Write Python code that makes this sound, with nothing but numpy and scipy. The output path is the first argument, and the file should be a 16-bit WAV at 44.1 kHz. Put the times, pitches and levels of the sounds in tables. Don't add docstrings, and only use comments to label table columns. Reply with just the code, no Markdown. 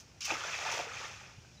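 import sys
import numpy as np
from scipy import signal
from scipy.fft import rfft, irfft
from scipy.io import wavfile
from scipy.ndimage import map_coordinates

SR = 44100
rng = np.random.default_rng(int(sys.argv[2]) if len(sys.argv) > 2 else 0)


def materialize(psi):
    bounded = np.clip(np.atleast_2d(psi).T, -1, 1)
    quanta = np.round(bounded * 32767).astype(np.int16)
    wavfile.write(sys.argv[1], SR, quanta)


N = 70560

# (frequency [Hz], relative level [dB])
AIR_SPECTRUM = [(20, -26), (35, -20), (60, 1), (110, 5), (160, -1.5), (220, -7.5), (500, -14.5),
                (1000, -19), (2000, -19), (2600, -17), (3900, -23.5), (5700, -16), (6800, -20.5),
                (8500, -34), (12000, -42), (15500, -40)]
SPRAY_SPECTRUM = [(1000, -26), (1900, -16), (2400, -1.5), (3700, -12), (4700, -4), (6300, 1.5),
                  (7300, -10.5), (8500, -18), (12000, -25.5), (15500, -23)]
SPATTER_SPECTRUM = [(500, -39), (1030, -6.5), (1200, 1.5), (1450, -1), (1750, -2), (2050, -2.5), (2530, 1),
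                    (2950, -8.5), (3500, -6), (4600, -19), (9000, -40.5)]
FIZZ_SPECTRUM = [(1500, -55.5), (2400, 1), (3900, -7.5), (5300, -1), (6200, -1), (7000, -5.5),
                 (8000, -17.5), (9000, -22), (12000, -33.5), (15500, -25.5)]
BUBBLE_SPECTRUM = [(60, -78), (170, -33.5), (250, -17.5), (380, -7.5), (550, 0), (720, 1), (900, 3.5),
                   (1050, -10.5), (1600, -19.5)]
# (time [s], level [dB], attack [s], T60 [s])
SPRAYS = [(-.002, -50, 0.0035, 0.12), (0.2053, -42, 0.003, 0.04), (0.2465, -32.3, 0.009, 0.06),
          (.71, -41.5, 0.01, 0.17)]
# (time [s], duration [s], start frequency [Hz], end frequency [Hz], level [dB])
CHIRPS = [(0.07, 0.051, 5700, 4770, -66), (1.52, .045, 3400, 3750, -70), (1.538, .038, 5300, 4600, -65),
          (1.568, 0.024, 3970, 4010, -60)]
# (time [s], level [dB])
SPATTER_ENVELOPE = [(.2, -73), (.212, -59.5), (.28, -45.5), (.3, -39), (.322, -40.5), (.39, -43.5),
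                    (.435, -41.5), (.51, -43), (.54, -39), (.57, -44), (.64, -42), (.73, -40.5),
                    (.8, -41.5), (.87, -48.5), (.97, -46.5), (1.045, -45.5), (1.09, -51), (1.2, -54),
                    (1.38, -66), (1.6, -77)]
FIZZ_ENVELOPE = [(.203, -91), (0.21, -41), (.28, -41.5), (.32, -41), (.38, -47), (.52, -43.5), (.64, -44.5),
                 (.735, -41), (.8, -44), (.89, -55), (.925, -51), (1.04, -48), (1.1, -52), (1.3, -62.5),
                 (1.6, -73)]
BUBBLE_ENVELOPE = [(.26, -74), (.295, -47.5), (0.321, -41), (0.346, -46), (.39, -51.5), (.435, -49),
                   (.51, -51.5), (.61, -50), (.68, -47), (.79, -41.5), (.84, -49), (.95, -59),
                   (1.01, -51.5), (1.09, -60), (1.25, -64), (1.45, -72.5)]
# (time [s], frequency [Hz], level [dB], T60 [s])
AIR_POCKETS = [(.279, 790, -32.5, 0.019), (.296, 1666, -33, 0.033), (.3035, 790, -22.5, .016),
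               (.3038, 2380, -16, .013), (.304, 1190, -32, .06), (.3097, 2500, -17, .017),
               (.318, 320, -35, .08), (.319, 850, -23.5, .026), (0.336, 260, -47.5, 0.1),
               (0.435, 1412, -28.5, 0.04), (.3535, 1230, -24.5, .021), (.481, 1640, -28, .02),
               (.534, 2500, -33, .035), (.662, 870, -26.5, 0.043), (0.688, 1130, -27, 0.035),
               (.726, 902, -30.5, 0.071), (0.739, 411, -37, 0.038), (.796, 680, -27, 0.038),
               (.799, 553, -29.5, 0.032), (.853, 587, -45, 0.056), (0.868, 451, -38.5, 0.079),
               (.893, 1380, -34, .025), (.917, 1217, -35, .025), (.968, 2380, -32.5, .018),
               (1.039, 1760, -36, .05), (1.447, 1520, -50.5, 0.031)]
# (time [s], level [dB])
RIM_IMPACTS = [(.304, -25), (.3102, -28)]


def amp(db):
    return 10 ** (np.asarray(db) / 20)


def unit_rms(x):
    return x / np.sqrt(np.mean(x ** 2) + 1e-20)


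def since(onset):
    return np.maximum(np.arange(N) / SR - onset, 0)


def decay(t, t60):
    return amp(-60 * t / t60)


def envelope(points):
    return amp(np.interp(np.arange(N) / SR, *np.transpose(points)))


def wobble(knots_per_s):
    return map_coordinates(rng.standard_normal(N // 20), [np.arange(N) * knots_per_s / SR], mode="wrap")


def coloured(x, spectrum):
    size = 2 * N
    hz, db = np.transpose(spectrum)
    gain = amp(np.interp(np.log(np.fft.rfftfreq(size, 1 / SR) + 1), np.log(hz), db))
    cepstrum = irfft(np.log(gain), size)
    causal_fold = np.r_[1, np.full(N - 1, 2), np.zeros(N)]
    response = np.exp(rfft(cepstrum * causal_fold))
    return unit_rms(irfft(rfft(x, size) * response, size)[:N])


def ring(onset, hz, t60, rise, attack_s=0.0013):
    t = since(onset)
    phase = 2 * np.pi * hz * t * (1 + rise * np.minimum(t / t60, 2) / 2)
    return np.sin(phase) * decay(t, t60) * (1 - np.exp(-t / attack_s))


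def outdoor_air():
    return amp(-58) * coloured(rng.standard_normal(N), AIR_SPECTRUM)


def sprays():
    swell = sum(amp(db) * np.minimum(since(onset) / attack, 1) * decay(since(onset + attack), t60)
                for onset, db, attack, t60 in SPRAYS)
    return swell * coloured(rng.standard_normal(N), SPRAY_SPECTRUM)


def bird():
    notes = np.zeros(N)
    for onset, duration, start_hz, end_hz, db in CHIRPS:
        progress = np.minimum(since(onset) / duration, 1)
        hz = (start_hz + (end_hz - start_hz) * progress) * (1 + 0.02 * wobble(300))
        notes += amp(db) * np.sin(np.pi * progress) * np.sin(2 * np.pi * np.cumsum(hz) / SR)
    return notes


def bubble_cloud(per_s, lo_hz, hi_hz, cycles, spread_db, rise):
    when, pitch, life, strength = np.hsplit(rng.random((int(per_s * N / SR), 4)), 4)
    hz = lo_hz * (hi_hz / lo_hz) ** pitch
    t60 = cycles * (.5 + life) / hz
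    t = np.arange(int(min(t60.max(), .04) * SR) + 2) / SR
    gain = amp(spread_db * np.minimum(-np.log(1 - strength), np.pi)) * hz
    phase = 2 * np.pi * hz * t * (1 + rise * t / t60 / 2)
    rings = gain * decay(t, t60) * np.sin(phase)
    samples = (when * N).astype(int) + np.arange(len(t))
    return unit_rms(np.bincount(samples.ravel(), rings.ravel(), N)[:N])


def splash():
    clumps = amp(1.21 * wobble(70.2))
    drops = bubble_cloud(per_s=1400, lo_hz=900, hi_hz=3800, cycles=22, spread_db=3, rise=.12)
    fizz = bubble_cloud(per_s=4500, lo_hz=2500, hi_hz=14000, cycles=35, spread_db=3.5, rise=.05)
    bubbles = bubble_cloud(per_s=650, lo_hz=260, hi_hz=1200, cycles=12, spread_db=2, rise=.2)
    flicker = amp(0.67 * wobble(69.7))
    layers = [(drops, 1.62, SPATTER_SPECTRUM, clumps * envelope(SPATTER_ENVELOPE)),
              (fizz, 1.2, FIZZ_SPECTRUM, flicker * envelope(FIZZ_ENVELOPE)),
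              (bubbles, 0.45, BUBBLE_SPECTRUM, clumps * envelope(BUBBLE_ENVELOPE))]
    return sum(gain * coloured(cloud + wash * rng.standard_normal(N), spectrum)
               for cloud, wash, spectrum, gain in layers)


def plops():
    return sum(amp(db) * ring(onset, hz, t60, rise=0.17) for onset, hz, db, t60 in AIR_POCKETS)


def rim_slaps(attack_s=0.00082, t60=0.0077):
    bursts = sum(amp(db) * np.minimum(since(onset) / attack_s, 1) * decay(since(onset), t60)
                 for onset, db in RIM_IMPACTS)
    return bursts * coloured(rng.standard_normal(N), SPATTER_SPECTRUM)


def bump():
    return amp(-39.5) * ring(onset=1.384, hz=117, t60=0.044, rise=0)


def bank_scatter(x, t60=0.33, build_up_s=0.0022):
    t = np.arange(SR // 2) / SR
    tail = rng.standard_normal(len(t)) * decay(t, t60) * (1 - np.exp(-t / build_up_s))
    return signal.fftconvolve(x, tail / np.linalg.norm(tail))[:N]


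def scene():
    direct = splash() + sprays() + rim_slaps() + plops() + bird()
    return (direct + amp(-11) * bank_scatter(direct) + outdoor_air() + bump())[None]


def record(dry):
    cutoff_hz = 15600
    passband = np.fft.rfftfreq(2 * N, 1 / SR) < cutoff_hz
    return irfft(rfft(dry, 2 * N) * passband, 2 * N)[:, :N]


dry = scene()
out = record(dry)
materialize(out)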